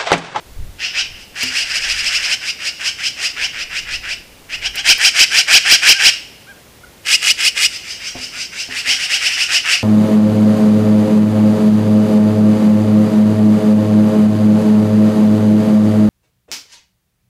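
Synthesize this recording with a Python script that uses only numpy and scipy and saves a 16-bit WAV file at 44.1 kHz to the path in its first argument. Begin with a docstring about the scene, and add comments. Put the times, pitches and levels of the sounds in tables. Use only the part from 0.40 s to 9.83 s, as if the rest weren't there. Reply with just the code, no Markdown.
"""Magpies mobbing a fox

Near and far in an aspen clearing, magpies chatter in bouts of about six harsh syllables a second.
Each is a rough croak of the syrinx climbing into a clearer crest, echoed by ground and trunks.
Wings push air at a trail camera's microphone, its case is knocked, and the nearest bird overloads it.
Soft contact notes and dry snaps sound over a steady forest hush."""
import sys
import numpy as np
from scipy import signal
from scipy.fft import rfft, irfft, next_fast_len
from scipy.io import wavfile

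SR = 44100
rng = np.random.default_rng(int(sys.argv[2]) if len(sys.argv) > 2 else 0)


def wav_out(sig):
    """Save sig, one row per channel (or a flat mono array), as 16-bit PCM at SR to the path in sys.argv[1]."""
    wavfile.write(sys.argv[1], SR, np.round(np.clip(np.atleast_2d(sig).T, -1, 1) * 32767).astype(np.int16))


N = 415863

# syllable crests: t/s, top f/Hz, level/dB
CHAKS = [(.464, 775, -23), (.611, 803, -19), (.844, 780, -43), (1.046, 734, -22), (1.093, 719, -25.5),
         (1.19, 758, -20.5), (1.235, 727, -22), (1.325, 720, -27), (1.385, 770, -20.5), (1.462, 830, -25),
         (1.529, 731, -19), (1.615, 734, -22.5), (1.693, 750, -20), (1.777, 741, -19), (1.866, 756, -22),
         (1.946, 791, -18.5), (2.11, 735, -21.5), (2.295, 739, -22), (2.497, 801, -20), (2.686, 818, -21),
         (2.875, 731, -20), (3.066, 803, -20.5), (3.238, 740, -24.5), (3.399, 745, -23),
         (3.563, 743, -23.5), (3.739, 748, -23.5), (4.156, 735, -22.5), (4.277, 819, -18.5),
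         (4.408, 832, -20), (4.516, 808, -8.5), (4.678, 818, -11.5), (4.83, 800, -9.5), (5.002, 787, -12),
         (5.168, 822, -8), (5.346, 825, -8.7), (5.515, 803, -7.5), (5.685, 809, -9.5), (6.759, 725, -12),
         (6.918, 749, -11.8), (7.09, 771, -13), (7.266, 735, -12.5), (7.376, 762, -31.5), (7.534, 815, -32),
         (7.698, 824, -31), (7.857, 774, -32), (8.035, 790, -29), (8.228, 810, -29.5), (8.407, 727, -24.5),
         (8.527, 832, -17), (8.572, 820, -26), (8.655, 758, -22), (8.762, 829, -17.5), (8.884, 775, -18),
         (8.955, 758, -23.5), (9.035, 752, -18), (9.173, 758, -15.5), (9.35, 740, -16)]
# bouts: start t/s,
# manner (climb/(Hz/s), crest hold/s, body/dB, croak share of gap, croak/dB, upper formant/dB),
# path (ground delay/s, ground gain, forest echo/dB, treble at 10 kHz/dB)
BOUT_STYLES = [(0, (6530, .009, -1.5, .47, -3, -3.5), (.0012, .19, -1, -10)),
               (.8, (6016, .0038, .5, .78, -3.8, -.5), (.0012, .12, -7, -3)),
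               (2, (6016, .0038, -.5, .58, -4.5, 0), (.0012, .12, -8, -3.5)),
               (2.95, (6016, .0038, 1.5, .6, -3.5, -3), (.0012, .12, -8, -4)),
               (4, (6016, .0038, 2.5, .48, -8, -5.5), (.0012, .12, -8, -3)),
               (4.44, (8990, .016, .3, .54, -5, 0), (.00123, .25, -12.5, -.5)),
               (6.6, (6800, .0013, -6, .62, -2.3, -1.2), (.0024, .44, -15.5, 3)),
               (7.32, (4980, .0022, -1, .64, -1.7, 3), (.000816, .36, -2.5, -2)),
               (8.35, (5990, .012, .5, .59, -2, -1.5), (.0011, .096, -5.5, .5))]
# throat and open beak response: f/Hz, gain/dB
THROAT_RESPONSE = [(300, -34), (700, -24), (1050, -26.5), (1550, -11.5), (2100, -6.5), (2850, -2.5),
                   (3500, -12), (4200, -11.5), (5100, -3.5), (6300, -12), (8000, -13.5), (15500, -39)]
# crest harmonics before the throat, from the first up: level/dB
CREST_HARMONICS_DB = [-1, -2, -5, 4, -2, -4, 1, -1]
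# forest decay: f/Hz, T60/s
FOREST_DECAY = [(300, 0.62), (2800, 1), (12000, 0.58)]
# contact notes: centre t/s, length/s, top f/Hz, level/dB
CONTACT_NOTES = [(5.568, 0.079, 802, -28), (6.101, .075, 812, -41), (6.443, 0.024, 736, -41)]
# knocks on the case: t/s, thud level/dB, ring level/dB
CASE_KNOCKS = [(1.03, -35.5, -34), (7.75, -29.5, -33.5), (7.96, -46, -44), (8.286, -40, -38.5),
               (8.476, -44, -41)]
# case modes: f/Hz, level/dB, T60/s
CASE_MODES = [(100.6, 1, 0.26), (255, 3, 0.39), (427, -4, 0.33), (663, 8, 0.023)]
# dry snaps: t/s, level/dB
SNAPS = [(1.031, -16.5), (4.356, -20.5), (4.58, -22.5)]
# wing gusts: peak t/s, 20 dB fade/s, level/dB
WING_GUSTS = [(.23, .115, -21), (.74, .17, -37), (1.54, .45, -37), (3.01, .15, -46), (3.55, .45, -37),
              (4.25, .17, -34), (4.5, .1, -35)]
# gust spectrum: f/Hz, relative density/dB
GUST_SPECTRUM = [(50, 1.5), (170, -18.5), (2000, -100)]
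# still forest and hiss: f/Hz, relative density/dB
HUSH_SPECTRUM = [(24, -22), (40, -2.5), (514, -9.5), (980, -15), (1140, -16.5), (1570, -17.5), (2110, -16),
                 (15000, -25.5)]


def magpies():
    """Each syllable arrives directly, off the ground and through the trees."""
    track, throat = np.zeros(N), impulse_response(THROAT_RESPONSE)
    t = np.arange(-SR // 7, SR // 18) / SR  # crest at t = 0
    for (crest_s, top_hz, db), gap_s in zip(CHAKS, gaps_s()):
        _, manner, path = [bout for bout in BOUT_STYLES if bout[0] <= crest_s][-1]
        delay_s, bounce, echo_db, treble_db = path
        voice = syllable(t, throat, top_hz, db, gap_s, manner)
        call = filtered(voice, lambda hz: amp(along([(5500, 0), (10000, treble_db)], hz)))
        with_ground = filtered(call, lambda hz: 1 + bounce * np.exp(-2j * np.pi * hz * delay_s))
        add(track, crest_s + t[0], with_ground / np.hypot(1, bounce))
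        add(track, crest_s + t[0], amp(echo_db) * forest(call))
    return track


def gaps_s(hurried_s=.115, usual_s=.175, pause_s=.2):
    """Pace per syllable: time since the last or, after a pause, until the next; clamped."""
    between = np.diff([row[0] for row in CHAKS])
    since, until = np.append(np.inf, between), np.append(between, np.inf)
    return np.clip(np.where(since > pause_s, until, since), hurried_s, usual_s)


def syllable(t, throat, top_hz, db, gap_s, manner, beak_db=3):
    """One 'chak': pressure builds through the croak until the syrinx settles into a clear crest."""
    climb_hz_per_s, hold_s, body_db, croak_share, croak_db, upper_db = manner
    croak_s = croak_share * gap_s
    pitch_hz = pitch_arch(t, top_hz, climb_hz_per_s * amp(rng.standard_normal()))
    cycles = np.cumsum(pitch_hz) / SR + rng.random()
    rough = formant_bands(signal.fftconvolve(rasp(t, cycles), throat)[:len(t)])
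    rough /= rough[:2].sum(0).std()
    clear = formant_bands(squeal(t, cycles, pitch_hz))
    near_crest = np.abs(t + .015) < .02
    clear /= clear[:2].sum(0)[near_crest].std()
    clear_share = np.interp(t, [-.08, -.04, -.018], [.2, .45, .82])
    body, main, upper = np.sqrt(1 - clear_share) * rough + np.sqrt(clear_share) * clear
    # the beak opens: the body gives way to the main formant, then the upper
    body *= amp(body_db + beak_db * np.interp(t, [-.08, -.01], [1, -.3]))
    main *= amp(np.interp(t, [-.11, -.04, -.016, .01], [-4, -.5, 2, 0]))
    upper = unit(upper) * amp(upper_db + np.interp(t, [-.11, -.07, -.018, .012], [-12, -7.5, 2, -1]))
    swell_db = croak_db * np.interp(t / croak_s, [-.65, -.25], [1, 0])
    attack = (1 + np.tanh((t + croak_s) / .011)) / 2
    release = (1 - np.tanh((t - hold_s) / .007)) / 2
    return amp(db + swell_db) * attack * release * (body + main + upper)


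def pitch_arch(t, top_hz, climb_hz_per_s, croak_drop=.38, creep_hz_per_s=1600):
    """Pitch creeps up through the croak, climbs steeply, peaks at t = 0 and falls faster."""
    arch_s = np.hypot(np.where(t > 0, 1.8 * t, t), .004) - .004
    croak_hz = top_hz * (1 - croak_drop) * amp(.6 * rng.standard_normal()) - creep_hz_per_s * arch_s
    return np.maximum(top_hz - climb_hz_per_s * arch_s, np.maximum(croak_hz, 200))


def rasp(t, cycles, jitter_s=.0001, puff_s=.0018):
    """Chaotic syrinx beats: uneven pulses, each with a puff of turbulence."""
    beats_s = np.interp(np.arange(1, int(cycles[-1])), cycles, t)
    late, strong = rng.standard_normal((2, len(t)))[:, :len(beats_s)]
    sizes = amp(2 * strong) * np.sqrt(np.gradient(beats_s))
    indices = np.clip((beats_s + jitter_s * late - t[0]) * SR, 0, len(t) - 1).astype(int)
    pulses = np.bincount(indices, sizes, len(t))
    puff_envelope = signal.lfilter([1], [1, -np.exp(-1 / (puff_s * SR))], pulses)
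    return unit(pulses - pulses.mean()) + 1.3 * unit(puff_envelope * rng.standard_normal(len(t)))


def squeal(t, cycles, pitch_hz):
    """Voiced part: harmonics sweep through the throat's resonances."""
    phase = 2 * np.pi * (cycles + .013 * noise([(150, 0), (600, -40)], len(t)))
    tone = np.zeros(len(t))
    for k, db in enumerate(CREST_HARMONICS_DB, 1):
        gain = amp(db + along(THROAT_RESPONSE, k * pitch_hz))
        tone += gain * np.sin(k * phase + rng.uniform(0, 2 * np.pi))
    # low in the climb, strong and weak cycles alternate
    doubling = np.interp(t, [-.04, -.008], [1, .15])
    return tone * (1 + doubling * np.sin(phase / 2))


def formant_bands(x, edges_hz=(2150, 3900)):
    """Split a voice into low body, main formant and upper formant."""
    body, below_upper = (filtered(x, lambda hz: 1 / (1 + (hz / edge) ** 12)) for edge in edges_hz)
    return np.array([body, below_upper - body, x - below_upper])


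def contact_notes(droop=.194, echo_db=-10):
    """Quiet arched notes, strongest on the second harmonic."""
    track = np.zeros(N)
    for centre_s, length_s, top_hz, db in CONTACT_NOTES:
        u = np.linspace(-1, 1, round(length_s * SR))
        phase = 2 * np.pi * np.cumsum(top_hz * (1 - droop * u ** 2)) / SR
        tone = sum(gain * np.sin(k * phase) for k, gain in enumerate(amp([-24, -3, -15, -20]), 1))
        note = amp(db) * unit(tone * np.cos(np.pi * u / 2))
        add(track, centre_s - length_s / 2, note)
        add(track, centre_s - length_s / 2, amp(echo_db) * forest(note))
    return track


def forest(sound, size=32768, spread_db=4):
    """Trunks scatter uneven echoes; the treble dies first."""
    scatter = rng.standard_normal(size) * amp(spread_db * rng.standard_normal(size // 128)).repeat(128)
    hz, t, spectra = signal.stft(scatter, SR)
    decay = amp(-60 * t / along(FOREST_DECAY, hz)[:, None])
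    early_swell = (1 + 3.4 * np.exp(-t / .067)) * (1 - np.exp(-t / .0049))
    tail = signal.istft(spectra * decay * early_swell, SR)[1]
    return signal.fftconvolve(sound, tail / np.linalg.norm(tail))


def knocks(thud_t60_s=.26, attack_s=.0015):
    """Dull knocks ring the camera's case."""
    track, t = np.zeros(N), np.arange(SR // 2) / SR
    for start_s, thud_db, ring_db in CASE_KNOCKS:
        ring = sum(amp(db + 2 * rng.standard_normal() - 60 * t / t60_s) * np.sin(2 * np.pi * hz * t)
                   for hz, db, t60_s in CASE_MODES)
        thud = noise([(200, -8), (800, -7), (3000, -46)], len(t)) * amp(-60 * t / thud_t60_s)
        attack = 1 - np.exp(-t / attack_s)
        add(track, start_s, (amp(thud_db) * thud + amp(ring_db) * ring) * attack)
    return track


def snaps(t60_s=.036):
    """Dry ticks close by: bursts of white noise."""
    track, t = np.zeros(N), np.arange(SR // 2) / SR
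    for start_s, db in SNAPS:
        add(track, start_s, amp(db - 60 * t / t60_s) * rng.standard_normal(len(t)))
    return track


def wing_gusts():
    """Air from passing wings buffets the microphone."""
    t = np.arange(N) / SR
    draught = sum(amp(db - 20 * np.abs(t - peak_s) / fade_s) for peak_s, fade_s, db in WING_GUSTS)
    return draught * noise(GUST_SPECTRUM, N)


def hush(rms_db=-44):
    """Still forest and steady hiss."""
    return amp(rms_db) * noise(HUSH_SPECTRUM, N)


def amp(db):
    """dB to gain."""
    return 10 ** (np.asarray(db) / 20)


def unit(x):
    """Scale to rms 1."""
    return x / np.sqrt(np.mean(x ** 2) + 1e-20)


def along(points, hz):
    """Interpolate (f/Hz, value) points over log frequency."""
    points_hz, values = np.transpose(points)
    return np.interp(np.log(hz + 1), np.log(points_hz + 1), values)


def filtered(x, response):
    """Apply the gain response(hz) by FFT."""
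    size = next_fast_len(len(x) + SR // 20)
    return irfft(rfft(x, size) * response(np.fft.rfftfreq(size, 1 / SR)), size)[:len(x)]


def noise(spectrum, size):
    """Noise of rms 1, shaped by (f/Hz, level/dB) points."""
    return unit(filtered(rng.standard_normal(size), lambda hz: amp(along(spectrum, hz))))


def impulse_response(spectrum, size=512):
    """Minimum-phase response from (f/Hz, gain/dB) points."""
    cepstrum = irfft(np.log(amp(along(spectrum, np.fft.rfftfreq(size, 1 / SR)))))
    cepstrum[1:size // 2] *= 2
    cepstrum[size // 2 + 1:] = 0
    return irfft(np.exp(rfft(cepstrum)))


def add(track, start_s, sound):
    """Mix a sound into the track."""
    start = max(round(start_s * SR), 0)
    track[start:start + len(sound)] += sound[:max(len(track) - start, 0)]


def scene():
    """The clearing at one microphone."""
    return (magpies() + contact_notes() + knocks() + snaps() + hush() + wing_gusts())[None]


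def record(dry, ceiling=1.08, hardness=5, top_hz=15500):
    """The camera soft-clips the loudest peaks and limits the band."""
    clipped = dry[0] / (1 + np.abs(dry[0] / ceiling) ** hardness) ** (1 / hardness)
    return filtered(clipped, lambda hz: np.clip((top_hz - hz) / 100 + 1, 0, 1))[None]


dry = scene()
out = record(dry)
wav_out(out)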